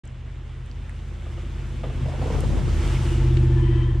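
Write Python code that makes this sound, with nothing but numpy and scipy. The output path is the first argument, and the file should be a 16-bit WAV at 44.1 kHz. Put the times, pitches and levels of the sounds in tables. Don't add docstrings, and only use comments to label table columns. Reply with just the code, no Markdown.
import sys
import numpy as np
from scipy import signal
from scipy.io import wavfile

SR = 44100
rng = np.random.default_rng(int(sys.argv[2]) if len(sys.argv) > 2 else 0)


def to_wav(sig):
    pcm = np.clip(np.atleast_2d(sig), -1, 1) * 32767
    pcm = np.round(pcm).astype(np.int16)
    wavfile.write(sys.argv[1], SR, pcm.T)


N = 176400
T = np.arange(N) / SR

# pitch in Hz, likeness from 0 to 1.
LIKENESS = [(60, 0.78), (300, 1), (1000, 0.61), (2200, 0.75), (4000, 1), (7000, 0.13), (14000, 0)]
# delay in seconds, level in dB.
ECHOES = [(.0017, -30.5), (.0046, -29.5), (.0083, -19), (0.0138, -21)]
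# pitch in Hz, relative level in dB.
RUMBLE_SPECTRUM = [(20, -17), (40, -0.5), (80, -2), (130, -3.5), (200, -14), (300, -13.5), (480, -24),
                   (1000, -65.5)]
SLUSH_SPECTRUM = [(500, 0), (1500, -19.5), (3000, -3.5), (5000, -1.5), (8400, -1.5), (9500, -6.5),
                  (12500, -15.5), (15000, -21.5)]
BAY_SPECTRUM = [(150, 9.5), (300, 7.5), (600, 2.5), (1000, 3.5), (1400, 0.5), (2000, 1), (3300, -2.5),
                (4100, -13), (8200, -16), (9500, -46), (15000, -58.5)]
GUST_SPECTRUM = [(20, -13), (45, 0), (110, -5.5), (190, -8.5), (300, -19.5), (600, -55), (2000, -66)]
SCRAPE_SPECTRUM = [(200, -1), (480, 7), (750, -3.5), (1500, -12), (3300, -12.5), (5000, -38)]
CRUMBLE_SPECTRUM = [(120, -10.5), (280, 6), (480, 4), (750, -1.5), (1150, -8.5), (1700, -17.5), (3000, -18),
                    (6000, -32), (14000, -71)]
# time in seconds, level in dB.
RUMBLE_LEVELS = [(0, -46), (1.1, -43), (1.7, -38), (2.1, -32), (2.85, -28), (3.3, -32), (4.0, -34.5)]
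# time in seconds, engine bay in dB, tyre hiss in dB.
PASS_LEVELS = [(0, -52, -80), (.6, -51.5, -68), (1.4, -47.5, -60), (1.9, -45.5, -59), (2.15, -43, -54.5),
               (2.36, -40.5, -48.5), (2.62, -43, -50.5), (2.86, -35.5, -45.5), (3.1, -38, -46.5),
               (3.45, -42, -56.5), (3.75, -43, -62.5), (4.0, -47.5, -64.5)]
# time in seconds, left over right in dB.
BAY_PAN = [(0, -1), (2.0, 0.5), (2.5, -3.5), (3.1, 0.5), (3.6, 7), (4.0, 0.5)]
# pitch in Hz,
# relative width, level in dB, loudest moment in seconds, spread in seconds.
UNDERBODY_RINGS = [(876, 92, -52.5, 3.45, 0.5), (1006, 95, -48, 3.74, 0.16), (1740, 130, -52, 3.7, 0.22),
                   (1952, 80, -50.5, 3.77, 0.11), (2880, 170, -50.5, 3.11, 0.078),
                   (3107, 190, -49, 3.74, 0.12)]
# start in seconds, level in dB, pitch in Hz, filter width in Hz,
# left over right in dB, seconds to fade by 60 dB.
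ICE_TICKS = [(.053, -45, 7600, 4000, -6, .012), (0.075, -39.5, 7000, 3000, 21, 0.015),
             (0.66, -49, 7860, 3500, -8, .016), (0.713, -38.5, 4370, 3200, -3, 0.0092),
             (.894, -32, 1840, 1100, -1, 0.0051), (0.894, -47, 8800, 3000, -3, 0.0064),
             (2.405, -28.5, 8280, 7100, -12, 0.015), (3.369, -26, 2300, 3200, -1, 0.038)]
# start in seconds, level in dB.
BLADE_KNOCKS = [(1.262, -37), (1.376, -37), (1.835, -24), (1.899, -33.5)]
# pitch in Hz, filter width in Hz, relative level in dB.
BLADE_RINGS = [(517, 54, -7), (652, 110, -5.5), (825, 63, -19), (1214, 67, -13), (2600, 1300, -11)]
# start in seconds, relative level in dB, pitch in Hz.
CLODS = [(2.056, -31, 510), (2.082, -29, 634), (2.118, -29.5, 720), (2.136, -31, 517), (2.191, -32, 360),
         (2.212, -25, 483), (2.238, -30, 543), (2.256, -25.5, 465), (2.273, -28, 630), (2.301, -20.5, 480),
         (2.314, -28, 452), (2.328, -22.5, 447), (2.346, -23.5, 460), (2.377, -27, 490), (2.402, -35, 770),
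         (2.434, -25, 500), (2.500, -27.5, 240), (2.528, -28.5, 567), (2.564, -27, 398),
         (2.588, -27.5, 564), (2.676, -28.5, 374)]
# time in seconds, four-stroke cycles per second.
ENGINE_SPEED = [(0.0, 15.29), (0.6, 15.56), (1.3, 15.8), (1.85, 16.01), (2.2, 16.22), (2.7, 16.01),
                (3.35, 15.73), (4.0, 15.17)]
# multiple of the cycle rate, level in dB.
BURBLE_TONES = [(2, -19), (3, 0.5), (4, -24.5), (5, -1.5), (6, -12.5), (7, -15), (9, -17.5), (10, -33),
                (11, -20), (13, -29.5), (14, -27), (15, -25.5), (16, -35)]
# time in seconds, then burble, firing note and chuff levels in dB.
EXHAUST_LEVELS = [(0, -40.5, -41.5, -56), (1.0, -35.5, -43.5, -51.5), (1.4, -33, -42, -40.5),
                  (1.75, -32.5, -35, -44.5), (2.1, -30, -33.5, -41.5), (2.48, -25.5, -30, -36),
                  (2.64, -26, -40, -32.5), (2.95, -26, -24.5, -30.5), (3.1, -25, -28.5, -26.5),
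                  (3.3, -23.5, -19, -24.5), (3.47, -23, -19.8, -24), (3.68, -23.5, -21, -20.5),
                  (4.0, -27, -22, -32)]
# place in the cycle from 0 to 1, level in dB.
CYLINDERS = [(0, 0), (.5, -14)]
# pitch in Hz, filter width in Hz, relative level in dB.
PIPE_RINGS = [(229.3, 39, -9.5), (337.9, 65.7, 2), (470.4, 44, -23)]

FIRINGS_PER_CYCLE, CHUFF_AT_S = 8, 3.615
HIT_ATTACK_S, SCRAPE_FADE_S, CRUMBLE_FADE_S = 0.0031, 0.34, 0.25
SCRAPE_DB, THUD_DB, OVERTONE_DB, CRUMBLE_DB, GUST_DB = -13, -5, -12, -8, -25.5
LEFT_DULL_HZ, CUTOFF_HZ = 8100, 15800
START_S, FADE_S = 0.035, 0.0041


def from_db(db):
    return 10 ** (np.asarray(db) / 20)


def rms_one(x):
    return x / np.sqrt(np.mean(x ** 2) + 1e-20)


def in_time(rows):
    times, *columns = np.transpose(rows)
    return [np.interp(T, times, column) for column in columns]


def at_hz(points, hz):
    pitches, values = np.transpose(points)
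    return np.interp(np.log(hz), np.log(pitches), values)


def pan(db):
    gains = from_db(np.array([[.5], [-.5]]) * db)
    return gains / np.sqrt(np.mean(gains ** 2, axis=0))


def drift(rate_hz):
    step, settle = 40, 2000
    r = np.exp(-2 * np.pi * rate_hz * step / SR)
    slow = signal.lfilter([1], [1, -2 * r, r * r], rng.standard_normal(N // step + settle + 2))[settle:]
    return np.interp(np.arange(N) / step, np.arange(len(slow)), rms_one(slow))


def swell(at_s, spread_s):
    return np.exp(-.5 * ((T - at_s) / spread_s) ** 2)


def hit(start_s, attack_s, fade_s):
    age = T - start_s
    return np.clip(age / attack_s, 0, 1) * from_db(-60 * np.clip((age - attack_s) / fade_s, 0, 2))


def resonate(x, hz, width_hz, passes):
    r = np.exp(-np.pi * width_hz / SR)
    feed = np.array([1, 0, -1]) * (1 - r * r) / 2
    feedback = [1, -2 * r * np.cos(2 * np.pi * hz / SR), r * r]
    for _ in range(passes):
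        x = signal.lfilter(feed, feedback, x + 1e-18)
    return x


def knock(start_s, hz, width_hz):
    ring = resonate(signal.unit_impulse(N // 20), hz, width_hz, passes=2)
    return np.interp(T - start_s, T[:len(ring)], ring / np.abs(ring).max(), left=0, right=0)


def banded_noise(spectrum, flicker_db, likeness=LIKENESS):
    edges = np.concatenate([np.geomspace(20, 2000, 15)[:-1], np.geomspace(2000, 16000, 15)])
    shared_flicker = drift(9.5)
    white = rng.standard_normal((2, 2, N))
    out = 0
    for k, (low, high) in enumerate(zip(edges, edges[1:])):
        if low > spectrum[-1][0]:
            break
        band = signal.butter(2, [low, high], "band", fs=SR, output="sos")
        mid, side = signal.sosfilt(band, white[k % 2])
        hz = np.sqrt(low * high)
        alike = at_hz(likeness, hz)
        gain = from_db(at_hz(spectrum, hz) + flicker_db * (0.54 * shared_flicker + drift(14.6)))
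        out += gain * (np.sqrt(1 + alike) * mid + np.sqrt(1 - alike) * side * [[1], [-1]])
    return rms_one(out)


def reflected(x):
    out = x + sum(from_db(db) * np.roll(x, int(s * SR), axis=-1) * (T > s) for s, db in ECHOES)
    return out * np.std(x) / np.std(out)


def rush(cycles):
    bay_db, hiss_db = in_time(PASS_LEVELS)
    throb_db = np.cos(2 * np.pi * FIRINGS_PER_CYCLE * cycles)
    bay = from_db(bay_db + throb_db) * banded_noise(BAY_SPECTRUM, flicker_db=1)
    hiss = from_db(hiss_db) * banded_noise(SLUSH_SPECTRUM, flicker_db=1)
    rumble = from_db(in_time(RUMBLE_LEVELS)[0]) * banded_noise(RUMBLE_SPECTRUM, flicker_db=2.5)
    return bay * pan(in_time(BAY_PAN)[0]) + hiss * pan(db=1.5) + rumble


def underbody():
    out = 0
    for hz, width, db, at_s, spread_s in UNDERBODY_RINGS:
        gain = from_db(db + drift(30)) * swell(at_s, spread_s)
        out += gain * rms_one(resonate(rng.standard_normal(N), hz, 0.74 * width, passes=2))
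    return out * pan(db=np.interp(T, [3.2, 3.55], [0, 11.5]))


def ice_ticks():
    white = rng.standard_normal(N) + rng.standard_normal((2, N))
    out = 0
    for start_s, db, hz, width_hz, pan_db, fade_s in ICE_TICKS:
        crack = resonate(white * hit(start_s, 0.0013, fade_s), hz, width_hz, passes=3)
        out += from_db(db) * crack / np.abs(crack).max() * pan(pan_db)
    return out


def gust():
    air = banded_noise(GUST_SPECTRUM, flicker_db=2.5, likeness=[(100, 0.19)])
    return from_db(GUST_DB) * swell(at_s=2.53, spread_s=0.14) * air * pan(db=10)


def blade():
    knocks = sum(from_db(db + ring_db) * knock(s, hz, width_hz)
                 for s, db in BLADE_KNOCKS for hz, width_hz, ring_db in BLADE_RINGS)
    drag = sum(from_db(db + SCRAPE_DB) * hit(s, HIT_ATTACK_S, SCRAPE_FADE_S) for s, db in BLADE_KNOCKS)
    return knocks + drag * banded_noise(SCRAPE_SPECTRUM, flicker_db=1)


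def clods():
    thuds, crumble_power = 0, 0
    for start_s, db, hz in CLODS:
        overtone = from_db(OVERTONE_DB) * knock(start_s, hz * rng.uniform(1.37, 2.54), width_hz=180)
        thuds += from_db(db + THUD_DB) * (knock(start_s, hz, width_hz=90) + overtone)
        crumble_power += (from_db(db + CRUMBLE_DB) * hit(start_s, HIT_ATTACK_S, CRUMBLE_FADE_S)) ** 2
    return thuds + np.sqrt(crumble_power) * banded_noise(CRUMBLE_SPECTRUM, flicker_db=2.5)


def engine_cycles():
    cycles = np.cumsum(in_time(ENGINE_SPEED)[0]) / SR
    return cycles - np.interp(CHUFF_AT_S, T, cycles)


def engine_tone(cycles, multiple, db):
    phase = 2 * np.pi * (multiple * cycles + rng.random()) + 0.087 * drift(1.6)
    return np.sqrt(2) * from_db(db + 1.1 * drift(3)) * np.sin(phase)


def chuffs(cycles, level_db):
    pulses, out = 0, 0
    for place, db in CYLINDERS:
        firings = np.floor(cycles - place)
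        pulses += from_db(db) * np.diff(firings, prepend=firings[0])
    pulses *= from_db(0.7 * rng.standard_normal(N))
    for hz, width_hz, db in PIPE_RINGS:
        ring = resonate(pulses, hz, width_hz, passes=5)
        out += from_db(db + level_db) * ring / np.abs(ring).max()
    return out


def exhaust(cycles):
    burble_db, firing_db, chuff_db = in_time(EXHAUST_LEVELS)
    firing_note = engine_tone(cycles, FIRINGS_PER_CYCLE, firing_db)
    burble = sum(engine_tone(cycles, multiple, burble_db + db) for multiple, db in BURBLE_TONES)
    return firing_note + burble + chuffs(cycles, chuff_db)


def scene():
    cycles = engine_cycles()
    truck = exhaust(cycles) + reflected(rush(cycles)) + underbody() + blade()
    return truck + clods() + gust() + ice_ticks()


def record(dry):
    left, right = dry
    dull = signal.sosfiltfilt(signal.butter(2, LEFT_DULL_HZ, fs=SR, output="sos"), left)
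    stereo = np.array([0.65 * dull + 0.35 * left, right])
    fade = np.clip(np.minimum(T - START_S, T[-1] - T) / FADE_S, 0, 1)
    return signal.sosfilt(signal.cheby2(16, 70, CUTOFF_HZ, fs=SR, output="sos"), stereo * fade)


dry = scene()
out = record(dry)
to_wav(out)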